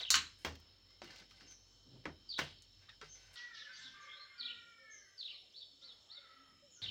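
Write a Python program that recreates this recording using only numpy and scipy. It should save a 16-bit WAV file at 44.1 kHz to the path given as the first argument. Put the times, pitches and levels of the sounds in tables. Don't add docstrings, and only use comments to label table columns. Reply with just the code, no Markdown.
import sys
import numpy as np
from scipy import signal
from scipy.fft import rfft, irfft
from scipy.io import wavfile
from scipy.ndimage import uniform_filter1d

SR = 44100
rng = np.random.default_rng(int(sys.argv[2]) if len(sys.argv) > 2 else 0)


def amplitude_ratio(level_db):
    exponent = np.asarray(level_db, float) / 20
    return 10 ** exponent


def dump(signal):
    limited = np.clip(np.atleast_2d(signal).T, -1, 1)
    pcm = np.round(limited * 32767).astype(np.int16)
    wavfile.write(sys.argv[1], SR, pcm)


N = 304290
TIME = np.arange(N) / SR

CUT_S = (3.358, 6.818)
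KITCHEN_SHOT = 1.0 * ((TIME < CUT_S[0]) | (TIME >= CUT_S[1]))
YARD_SHOT = 1 - KITCHEN_SHOT


def unit(x):
    return x / np.sqrt(np.mean(x ** 2))


def band(x, lo_hz, hi_hz, order=2):
    sos = signal.butter(order, [lo_hz, min(hi_hz, SR / 2.1)], "band", fs=SR, output="sos")
    return signal.sosfilt(sos, x)


def hiss(lo_hz, hi_hz, count=N):
    return unit(band(rng.standard_normal(count), lo_hz, hi_hz))


def walk(rate_hz):
    k = int(SR / rate_hz)
    held = np.repeat(rng.standard_normal(N // k + 1), k)
    return unit(uniform_filter1d(uniform_filter1d(held, k), k)[:N])


def tone(hz):
    return np.sin(2 * np.pi * np.cumsum(hz) / SR)


def add(out, s, x):
    i = int(round(s * SR))
    x = x[max(-i, 0):N - i]
    out[max(i, 0):max(i, 0) + len(x)] += x


def tail(t60_s):
    t = TIME[:int(t60_s * SR)]
    x = rng.standard_normal(len(t)) * amplitude_ratio(-60 * t / t60_s)
    return x / np.sqrt(np.sum(x ** 2))


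def echo(x, t60_s, wet_db):
    return x + amplitude_ratio(wet_db) * signal.fftconvolve(x, tail(t60_s))[:len(x)]


def swells(table, rise_s, fall_db_s, rest_db=-140):
    gain, t = np.full(N, amplitude_ratio(rest_db)), TIME[:SR]
    for s, hold_s, db in table:
        fall_db = fall_db_s * np.maximum(t - hold_s, 0)
        add(gain, s, np.minimum(t / rise_s, 1) * amplitude_ratio(db - fall_db))
    return gain


def air(spectrum, db):
    edges_hz = (0, 150, 350, 800, 1600, 2800, 5000, 8000, 23000)
    patch_db, patch_per_s = 2.5, 9
    hz, level_db = np.transpose(spectrum)
    f = np.arange(N // 2 + 1) * SR / N + 1
    noise = rfft(rng.standard_normal(N)) * amplitude_ratio(np.interp(np.log(f), np.log(hz), level_db))
    out = np.zeros(N)
    for lo, hi in zip(edges_hz, edges_hz[1:]):
        depth_db = patch_db * (hi < SR / 2)
        out += irfft(noise * (f >= lo) * (f < hi), N) * amplitude_ratio(depth_db * walk(patch_per_s))
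    return amplitude_ratio(db) * unit(out)


def cricket():
    note_hz, pulse_hz, kitchen_db, yard_db = 5373, 48.1, -74, -74
    pulse = np.cos(2 * np.pi * np.cumsum(pulse_hz * (1 + 0.019 * walk(12))) / SR)
    note = tone(note_hz * (1 + 0.004 * walk(40)))
    level_db = np.where(KITCHEN_SHOT, kitchen_db, yard_db) + 1.9 * walk(25)
    return amplitude_ratio(level_db) * unit(np.exp(0.6 * pulse) * note)


# (centre [Hz], width [Hz], kitchen level [dB], yard level [dB])
INSECTS = [(3100, 120, -77, -81.5), (3920, 350, -79, -82), (4373, 80, -78, -82.5), (5184, 90, -76.5, -78.5),
           (5360, 200, -81, -86.5), (6600, 61, -90.5, -88.5), (7100, 34, -99, -91.5),
           (7500, 130, -95, -91.5), (9200, 45, -100, -103.5), (10150, 43.4, -103, -99)]


def insects():
    out = np.zeros(N)
    for hz, width_hz, kitchen_db, yard_db in INSECTS:
        level_db = np.where(KITCHEN_SHOT, kitchen_db, yard_db) + 2.0 * walk(13) + 0.78 * walk(1.7)
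        out += hiss(hz - width_hz / 2, hz + width_hz / 2) * amplitude_ratio(level_db)
    return out


# (frequency [Hz], density [dB per Hz])
KITCHEN_AIR = [(30, -33.5), (45, -7.5), (65, -19.5), (100, 0.5), (180, -24), (500, -16.5), (900, -23),
               (2500, -22.5), (3000, -14.5), (4600, -17.5), (7400, -26), (8400, -40), (13500, -43),
               (15400, -43.5)]
# (frequency [Hz], density [dB per Hz])
YARD_AIR = [(30, -25), (45, 1), (100, -4.5), (270, -3.5), (600, -4), (900, -28), (2600, -9.5), (3100, 0),
            (4600, -16.5), (5700, -12), (7600, -14.5), (8400, -25), (13500, -29.5), (15400, -32.5)]
# (frequency [Hz], kitchen level [dB], yard level [dB])
HUM = [
    (47.2, -71.5, -92),
    (92.3, -75.5, -84.5),
]


def floor():
    out = KITCHEN_SHOT * air(KITCHEN_AIR, db=-71) + YARD_SHOT * air(YARD_AIR, db=-74)
    out += insects() + cricket()
    for hz, kitchen_db, yard_db in HUM:
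        level_db = np.where(KITCHEN_SHOT, kitchen_db, yard_db) + 0.55 * walk(4.7)
        out += amplitude_ratio(level_db) * tone(hz * (1 + 0.0084 * walk(4.7)))
    return out


def whistle(hz, gain, rough, quaver):
    flutter, drift = hiss(30, 290, len(hz)), hiss(30, 290, len(hz))
    phase = 2 * np.pi * np.cumsum(hz * (1 + quaver * drift)) / SR
    return gain * (1 + rough * flutter) * (np.sin(phase) + 0.006 * np.sin(2 * phase))


def lop(shots):
    return shots[np.searchsorted(CUT_S, TIME), np.arange(N)]


# (start [s], start pitch [Hz], top [s], top pitch [Hz], level [dB])
SYLLABLES = [
    (0, 3700, 0.010, 4780, -7),
    (0.047, 3400, 0.055, 4350, 0),
    (0.064, 3050, 0.088, 4000, 1),
    (0.098, 3250, 0.105, 3850, -1),
    (0.114, 2700, .136, 3150, -4),
]


def warble():
    valley_db = -15
    # (time [s], pitch [Hz], level [dB])
    turns = [(0.039, 4300, -1), (0.16, 2250, 2 * valley_db)]
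    for start, start_hz, top, top_hz, db in SYLLABLES:
        turns.append((start, start_hz, valley_db if start else 4 * valley_db))
        turns.append((top, top_hz, db))
    return np.transpose(sorted(turns))


# (time [s], level [dB], early-part gain [dB], yard echo [dB], near-wall slap [dB])
WARBLES = [
    (-.057, -39, -1, -9.5, -7.5),
    (2.283, -40, 3.5, -6.5, -8),
    (4.370, -39, -17, -3.5, -13),
    (5.170, -40.5, -6.5, -4, -15.5),
    (6.752, -37.5, -10, -3, -11.5),
]


def warbles():
    shots = np.zeros((3, N))
    turn_s, turn_hz, turn_db = warble()
    t = TIME[:int(turn_s[-1] * SR)]
    hz = uniform_filter1d(np.interp(t, turn_s, turn_hz), size=160)
    lag_s = 0.004 * (t > 0.039)
    shape_db = np.interp(t - lag_s, turn_s, turn_db)
    early = np.clip(1.15 - t / 0.035, 0, 1)
    for s, db, early_db, wet_db, slap_db in WARBLES:
        x = whistle(hz, amplitude_ratio(db + shape_db + early_db * early), rough=0.4, quaver=0.0047)
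        x = np.pad(x, (0, 30000))
        x = x + amplitude_ratio(slap_db) * np.roll(x, int(0.035 * SR))
        add(shots[np.searchsorted(CUT_S, s + 0.1)], s, echo(x, 0.57, wet_db))
    return lop(shots)


def crumbs(lo_hz, hi_hz, slip_db):
    ticks_per_s, spread_db = 900, 3.5
    size = amplitude_ratio(spread_db * np.minimum(rng.exponential(size=N), 2) + slip_db)
    ticks = (rng.random(N) < ticks_per_s / SR) * rng.standard_normal(N) * size
    return unit(band(echo(ticks, 0.1, wet_db=3), lo_hz, hi_hz))


# (time [s], hold [s], level [dB], treble [dB])
SCRAPES = [(0.0, 0.01, -47.5, -38.5), (0.382, 0.053, -71, -6.5), (1.021, .2, -60.5, -31),
           (1.294, 0.082, -68.5, -19), (1.399, 0.077, -67.5, -28), (1.501, 0.02, -72, -13),
           (2.379, 0.011, -42.5, -18.5), (2.465, 0.049, -64, -40), (2.813, 0.031, -69.5, -35),
           (2.89, 0.034, -73, -29.5), (3.021, 0.039, -61, -29), (3.143, 0.18, -66.5, -22),
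           (3.328, .03, -68.5, -2), (6.813, 0.059, -59, -43)]


def scrapes():
    rise_s, fall_db_s = 0.0067, 260.5
    slip_db = 1.2 * walk(60)
    body = crumbs(1300, 2300, slip_db)
    body += 0.94 * crumbs(1780, 2830, slip_db)
    body += 1.29 * crumbs(3106, 5280, slip_db)
    low, top = crumbs(370, 1100, slip_db), crumbs(5200, 11000, slip_db)
    drag = swells([(s, hold, db) for s, hold, db, _ in SCRAPES], rise_s, fall_db_s)
    grit = swells([(s, hold, db + treble_db) for s, hold, db, treble_db in SCRAPES], rise_s, fall_db_s)
    return drag * (0.48 * body + 0.25 * low) + grit * top


# (time [s], length [s], start pitch [Hz], end pitch [Hz], level [dB])
NOTES = [(4.065, 0.16, 3050, 4100, -58), (4.07, 0.096, 3050, 3300, -61.5), (4.185, 0.07, 4050, 4100, -58.5),
         (5.305, 0.06, 2500, 2050, -70), (.088, 0.011, 6560, 6100, -59), (0.26, 0.021, 3700, 4230, -57),
         (1.462, 0.11, 6300, 5600, -60.5), (3.085, 0.086, 6200, 6000, -60), (4.895, 0.13, 6400, 5600, -60),
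         (5.295, 0.099, 4700, 3300, -57.5), (5.26, 0.11, 1200, 1100, -80), (0.84, 0.16, 1900, 2150, -83),
         (5.42, 0.039, 770, 650, -82), (6.70, 0.11, 7000, 5700, -64), (6.76, 0.072, 1400, 1380, -74.5)]
# (time [s], level [dB])
CHIRPS = [
    (5.535, -51.5),
    (5.812, -53.5),
    (6.088, -53),
]
# (delay [s], length [s], start pitch [Hz], end pitch [Hz], level [dB])
CHIRP_PARTS = [
    (0, .04, 3200, 4220, -5.5),
    (.018, .045, 4150, 4436, -3.5),
    (.056, .05, 4050, 3300, -0.5),
]
# (time [s], length [s], start pitch [Hz], end pitch [Hz], level [dB])
FAR_NOTES = [
    (3.33, 0.06, 3920, 3005, -67),
    (3.549, 0.12, 4335, 2647, -65),
    (3.709, 0.071, 4300, 4560, -68),
    (3.723, 0.098, 5880, 6150, -70.5),
    (3.768, 0.088, 7330, 7100, -80.5),
    (3.811, .088, 4240, 2985, -63),
    (3.998, .069, 6520, 5580, -77),
    (5.497, 0.044, 4430, 6030, -81.5),
    (5.782, 0.066, 4455, 5696, -80),
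]
# (pitch quaver [0-1], leaf scatter [dB])
BLUR = [
    (.018, 2),
    (.045, 11),
]


def bird_notes():
    yard = np.zeros((3, N))
    near = list(NOTES)
    for s, db in CHIRPS:
        near += [(s + lag, length, a, c, db + part_db) for lag, length, a, c, part_db in CHIRP_PARTS]
    for table, (quaver, leaves_db) in zip((near, FAR_NOTES), BLUR):
        for s, length_s, start_hz, end_hz, db in table:
            u = np.arange(int(length_s * SR)) / (length_s * SR)
            arch = np.sin(np.pi * u)
            hz = (start_hz + (end_hz - start_hz) * u) * (1 + 0.035 * arch)
            x = whistle(hz, amplitude_ratio(db) * arch ** 0.8, 0.42, quaver)
            x = echo(np.pad(x, (0, 5000)), 0.11, leaves_db)
            add(yard[np.searchsorted(CUT_S, s + length_s / 2)], s, x)
    return lop(np.array([echo(shot, 0.87, -5.5) for shot in yard]))


def blows(table, bands, modes, ring_db, crack_db, crack_s, snap_db, late_db, late_t60_s):
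    out, t = np.zeros(N), TIME[:30000]
    hz, mode_db, mode_t60 = np.array(modes).T[:, :, None]
    impulse = 1.0 * (t == 0)
    for s, db, a_db, b_db, c_db, t60_s in table:
        chance = rng.standard_normal((2, len(hz), 1))
        fade_db = -60 * t / np.minimum(mode_t60, t60_s)
        ring = amplitude_ratio(ring_db + mode_db + 1.5 * chance[0] + fade_db)
        ring = ring * np.sin(2 * np.pi * hz * (1 + 0.0025 * chance[1]) * t)
        levels_db = (0, a_db, b_db, c_db, c_db - 13)
        for (lo, hi, slow), rel_db in zip(bands, levels_db):
            shape = amplitude_ratio(crack_db) * np.exp(-t / crack_s)
            shape = shape + amplitude_ratio(-60 * t / (t60_s * slow)) + amplitude_ratio(late_db - 60 * t / late_t60_s)
            rattle = shape * unit(band(rng.standard_normal(len(t)), lo, hi, order=3))
            rattle = band(rattle, lo / 1.3, hi * 1.6)
            snap = band(impulse, lo, hi, order=3)
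            snap = amplitude_ratio(snap_db - 0.3 * rel_db) * snap / snap.max()
            inside = (hz >= lo) & (hz < hi)
            hit = rattle + snap + (inside * ring).sum(axis=0)
            add(out, s, amplitude_ratio(db - 13.0 + rel_db) * hit)
    return out


# (time [s], peak [dB], low-mid [dB], treble [dB], T60 [s])
CLACKS = [
    (0.1039, -17, -11.5, 0, 0.26),
    (0.108, -30, -20, 2.5, 0.1),
    (0.1150, -28.5, -23, 3, 0.11),
    (0.1420, -19.5, 0.5, -6, 0.21),
    (.1550, -24.5, -7.5, 0, 0.14),
    (2.6221, -57, -20, 3, 0.11),
    (3.358, -47, -9, -10, 0.3),
]
# (frequency [Hz], level [dB], T60 [s])
RIM = [(1079, 1, 0.24), (1250, 3.5, 0.22), (1570, 1, 0.3), (2350, -0.5, 0.2), (2830, 3.5, 0.2),
       (3015, 6, 0.19), (4090, 2, 0.24), (4390, 0, 0.27), (4700, -1, 0.18), (5340, -4, 0.13),
       (5760, -1.5, 0.11), (5830, 0.5, 0.16), (6520, 4, 0.15), (6700, 2.5, 0.15)]


def clacks():
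    table = [(s, db, low, top, -11.5 + 1.9 * top, t60) for s, db, low, top, t60 in CLACKS]
    bands = [(3700, 4630, 0.93), (1030, 3900, 1.32), (5210, 7480, 1.01), (7800, 11300, 0.61),
             (12000, 15700, 0.75)]
    out = blows(table, bands, RIM, ring_db=-7.0, crack_db=5.0, crack_s=0.0014, snap_db=11.0,
                late_db=-28.5, late_t60_s=0.51)
    return band(out, 620, 20000)


# (time [s], peak [dB], bass [dB], mid-treble [dB], treble [dB])
KNOCKS = [
    (0.109, -47.5, 4.5, -18.5, -39),
    (0.448, -27, -3.5, -4.5, -21),
    (0.554, -55, 1, 6, -8),
    (1.018, -43.5, 2.5, -1.5, -34),
    (1.409, -52, -24.5, -2, -22),
    (2.055, -31, -2, -13.5, -52),
    (2.390, -26.5, -4, -5.5, -22.5),
    (2.893, -53, -32, -0.5, -27.5),
    (3.014, -41, -12.5, -5.5, -36.5),
]
KNOCK_T60_S = [0.089, 0.23, .07, 0.11, 0.087, 0.18, 0.23, 0.086, 0.18]
# (time [s], peak [dB], bass [dB], mid-treble [dB], treble [dB])
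CRUST_SNAPS = [(1.043, -50, -27, -2, -16), (1.075, -56, -30, 2, -17), (1.107, -58.5, -30, 9, -14),
               (1.124, -64, -30, -1, -12), (1.16, -61, -30, 14, -6), (1.19, -65, -30, 8, -5),
               (1.31, -64, -30, 10, -9), (1.51, -66, -30, 11, -6), (.523, -60, -30, 4, -14),
               (.6, -66.5, -30, 7, 0), (2.04, -61, -10, -4, -30), (.905, -62, -29, 1, -19.5),
               (2.379, -52, -13, 4, -24)]
# (frequency [Hz], level [dB], T60 [s])
SHEET = [(376.3, -1, 0.84), (462.5, -7, 0.23), (860, 2.5, 0.14), (1516, 5, 0.26), (1830, 4.5, 0.32),
         (1960, 2, 0.78), (1357, 3, 0.11), (2795, 9, 0.54), (3250, 15.5, 0.12), (3745, 4, 0.59)]


def knocks():
    table = [(*row, t60_s) for row, t60_s in zip(KNOCKS, KNOCK_T60_S)]
    table += [(*row, 0.11) for row in CRUST_SNAPS]
    bands = [(870, 2330, 0.75), (150, 846, 1.09), (2290, 5950, 1.01), (5550, 19000, 0.6)]
    return blows(table, bands, SHEET, ring_db=-16.0, crack_db=2.8, crack_s=0.0027, snap_db=5.5,
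                 late_db=-28.0, late_t60_s=0.41)


# (time [s], peak [dB], frequency [Hz], swell [s], T60 [s])
BOOMS = [(0.12, -45.5, 78.2, 0.028, 0.47), (0.458, -40, 79, 0.026, 0.4), (1.022, -49, 344, 0.0094, 0.18),
         (1.182, -57, 92.3, 0.029, 0.31), (1.859, -50.5, 271, 0.03, 0.19), (1.91, -48, 126.6, 0.049, 0.4),
         (2.056, -43.5, 302, 0.0024, 0.14), (2.071, -43.5, 79.3, 0.04, 0.28),
         (2.39, -48, 79.6, 0.028, 0.38), (2.411, -42.5, 144.7, 0.015, 0.25),
         (3.03, -58.5, 150, 0.016, 0.27), (6.817, -52, 98, 0.0062, 0.49)]


def booms():
    out, t = np.zeros(N), TIME[:30000]
    for s, db, hz, swell_s, t60_s in BOOMS:
        gain = amplitude_ratio(db - 60 * t / t60_s) * (1 - np.exp(-t / swell_s))
        add(out, s, gain * np.sin(2 * np.pi * hz * t))
    return out


# (time [s], hold [s], level [dB])
RUMBLE = [
    (.13, 0.053, -60),
    (.45, 0.035, -55),
    (.77, 0.019, -81),
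    (1.02, 0.041, -65),
    (1.19, 0.028, -71.5),
    (1.4, 0.03, -72.5),
    (1.85, 0.15, -68),
    (2.055, 0.0092, -52.5),
    (2.385, 0.053, -67),
    (3.02, 0.021, -80),
]


def rumble():
    gain = swells(RUMBLE, rise_s=0.028, fall_db_s=157.5, rest_db=-82)
    return gain * amplitude_ratio(2 * walk(30)) * hiss(109.9, 348)


# (time [s], level [dB], frequency [Hz])
POPS = [(1.074, -52, 2840), (1.10, -53, 1750), (1.311, -60, 1250), (1.412, -60.5, 1316), (1.505, -68, 1205),
        (2.883, -58, 1250), (2.888, -49.5, 1830), (2.888, -48, 3700), (2.89, -56, 2540), (2.925, -60, 1700),
        (3.032, -53, 1610), (3.04, -58, 2110), (2.088, -58, 1900), (1.958, -63, 926), (3.019, -46, 1357),
        (3.026, -48, 433)]


def pops():
    out, t = np.zeros(N), TIME[:5000]
    for s, db, hz in POPS:
        chatter = np.sin(2 * np.pi * hz * t) + 0.65 * hiss(hz / 1.14, hz * 1.1, len(t))
        gain = amplitude_ratio(db - 3.5 - 60 * t / 0.082) * (1 - np.exp(-t / 0.0027))
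        add(out, s, gain * chatter)
    return out


# (time [s], hold [s], level [dB])
FLOCK = [
    (3.358, 0.015, -59.5),
    (3.53, 0.066, -63),
    (3.74, 0.15, -67),
    (4.02, 0.026, -78.5),
]


def flock(count=90):
    out, u = np.zeros(N), np.linspace(0, 1, num=3000)
    for when, pitch, size in rng.random((count, 3)):
        hz = (3300 + 3400 * pitch) * (1 - 0.25 * u)
        gain = amplitude_ratio(3.2 * size - 5 * pitch) * np.sin(np.pi * u)
        add(out, 3.25 + 0.9 * when, whistle(hz, gain, rough=0.9, quaver=0.029))
    out = echo(out, 0.7, 6.1)
    loudness = np.sqrt(np.abs(uniform_filter1d(out ** 2, size=6000))) + 1e-6
    return swells(FLOCK, rise_s=0.021, fall_db_s=94) * amplitude_ratio(6.0) * out / loudness


def columns(table):
    s, *cols = np.transpose(table)
    gate = uniform_filter1d(1.0 * ((TIME >= s[0]) & (TIME < s[-1])), size=200)
    return gate, [np.interp(TIME, s, c) for c in cols]


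# (time [s], pitch [Hz], effort [dB], beak resonance [Hz])
CROWS = [
    [(3.358, 480.4, -69, 1910), (3.46, 482, -76, 1850), (3.55, 444.3, -75.5, 1640), (3.7, 437.8, -80, 1720),
     (3.88, 442.3, -86, 1800)],
    [(3.64, 490.4, -83, 1600), (3.69, 508.3, -70, 1620), (3.73, 517.6, -76.5, 1570),
     (3.93, 525.6, -76.5, 1570), (4.0, 527, -82, 1690), (4.09, 528, -71.5, 1950), (4.17, 519, -79, 1550),
     (4.33, 523.6, -76.5, 2070)],
    [(4.33, 479.5, -81.5, 1430), (4.45, 478.7, -74, 1610), (4.75, 459.6, -79, 1570),
     (4.92, 434.7, -79, 1930), (5.02, 405, -82.5, 1802), (5.2, 377.3, -93.5, 1544)],
]
# (time [s], pitch [Hz], effort [dB])
FAR_CROWS = [
    [(3.94, 594, -72), (3.97, 590, -64.5), (4.22, 585, -73), (4.3, 567, -79), (4.48, 548, -85.5)],
    [(5.82, 688, -77.5), (5.87, 660, -79), (5.95, 581, -91)],
    [(6.08, 583, -83.5), (6.15, 702, -72.5), (6.22, 697, -69.5), (6.26, 649, -69), (6.45, 647, -74.5),
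     (6.64, 630, -90)],
]
# (frequency [Hz], level [dB])
THROAT = [(900, -36), (950, -18.5), (1050, -12), (1300, -4), (1600, -2.5), (2100, -2), (2350, 3),
          (2650, -15)]
# (frequency [Hz], level [dB])
FAR_THROAT = [(1150, -3.5), (1750, -11), (2000, -8), (2200, -6.5), (2400, -18), (2600, -26)]
CHEST_DB = (6, -1, -2)


def roosters():
    head_db_near = (-6, -3, 1)
    breath_db_all = (-4, -7, -14, -14, -12, -14)
    out, hoarse = np.zeros(N), walk(90)
    flicker_db = np.array([1.5 * walk(12) for _ in range(4)])
    rasp = np.array([1 + 0.5 * walk(150) for _ in range(4)])
    breath = hiss(1330, 2480)
    birds = [(table, 0.008, THROAT, 4) for table in CROWS]
    birds += [(table, 0.019, FAR_THROAT, 3) for table in FAR_CROWS]
    weights = zip(birds, tuple(CHEST_DB) + (0, 0, 0), head_db_near + (0, 0, 0), breath_db_all)
    for (table, jitter, throat, count), chest_db, head_db, breath_db in weights:
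        gate, curves = columns(table)
        on = gate > 0
        hz, db, *beak = (c[on] for c in curves)
        tiring = 0.84 + 2.43 * np.linspace(0, 1, len(hz)) ** 3
        phase = 2 * np.pi * np.cumsum(hz * (1 + jitter * hoarse[on] * tiring)) / SR
        out[on] += gate[on] * amplitude_ratio(db + breath_db) * breath[on]
        for k in 2 + np.arange(count):
            colour_db = np.interp(k * hz, *np.transpose(throat)) + flicker_db[k - 2, on]
            colour_db += chest_db * (k == 2) + head_db * (k == 5)
            for beak_hz in beak:
                colour_db += 11 / (1 + ((k * hz - beak_hz) / 214) ** 2)
            out[on] += gate[on] * amplitude_ratio(db + colour_db) * rasp[k - 2, on] * np.sin(k * phase)
    return amplitude_ratio(2.5) * echo(out, 0.55, wet_db=6)


# (time [s], hold [s], level [dB])
GUSTS = [
    (3.52, 0.096, -81.5),
    (3.78, 0.18, -75.5),
    (4.56, 0.04, -78.5),
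    (5.72, 0.14, -87),
    (6.48, 0.072, -77),
    (6.815, 0.1, -61),
]


def gusts():
    gain = swells(GUSTS, rise_s=0.01, fall_db_s=126, rest_db=-97)
    return gain * amplitude_ratio(1.9 * walk(21)) * hiss(37, 210)


# (time [s], hold [s], level [dB])
COOS = [
    (3.598, .1, -76),
    (4.03, 0.17, -77.5),
    (4.389, 0.15, -75),
    (4.778, 0.049, -74.5),
    (5.517, 0.074, -80),
    (5.814, 0.089, -75),
    (6.176, 0.17, -75),
    (6.62, 0.074, -74.5),
]
# (time [s], hold [s], level [dB])
LOW_COOS = [
    (3.85, 0.06, -79.5),
    (4.4, 0.16, -72),
    (5.7, 0.22, -81),
    (6.33, 0.23, -78),
]


def dove():
    out = np.zeros(N)
    phase = 2 * np.pi * np.cumsum(262 * (1 + 0.045 * walk(22))) / SR
    for partial, coos in ((1, LOW_COOS), (2, COOS)):
        gain = swells(coos, rise_s=0.0072, fall_db_s=219) * amplitude_ratio(5 * walk(30))
        out += gain * np.sin(partial * phase)
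    return out


# (time [s], hold [s], level [dB])
CLUCKS = [
    (3.75, 0.15, -87),
    (5.82, 0.36, -83.5),
    (6.42, 0.06, -92),
]


def yard_stir():
    out = np.zeros(N)
    stir = swells(CLUCKS, rise_s=0.047, fall_db_s=68, rest_db=-89)
    for hz in 650 * 1.267 ** np.arange(6):
        out += stir * amplitude_ratio(-6 + 3.1 * walk(12)) * hiss(hz / 1.15, hz * 1.254)
    return out


def scene():
    tray = clacks() + knocks() + booms() + pops()
    kitchen = KITCHEN_SHOT * (scrapes() + rumble()) + tray
    fowl = YARD_SHOT * (roosters() + dove() + yard_stir())
    return (floor() + warbles() + bird_notes() + kitchen + flock() + fowl + gusts())[None]


def low_pass(x):
    return signal.sosfilt(signal.butter(12, 15900, fs=SR, output="sos"), x)


def record(dry):
    mix = dry + amplitude_ratio(6.0) * band(dry, 13970, 16940)
    return low_pass(mix)


dry = scene()
out = record(dry)
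dump(out)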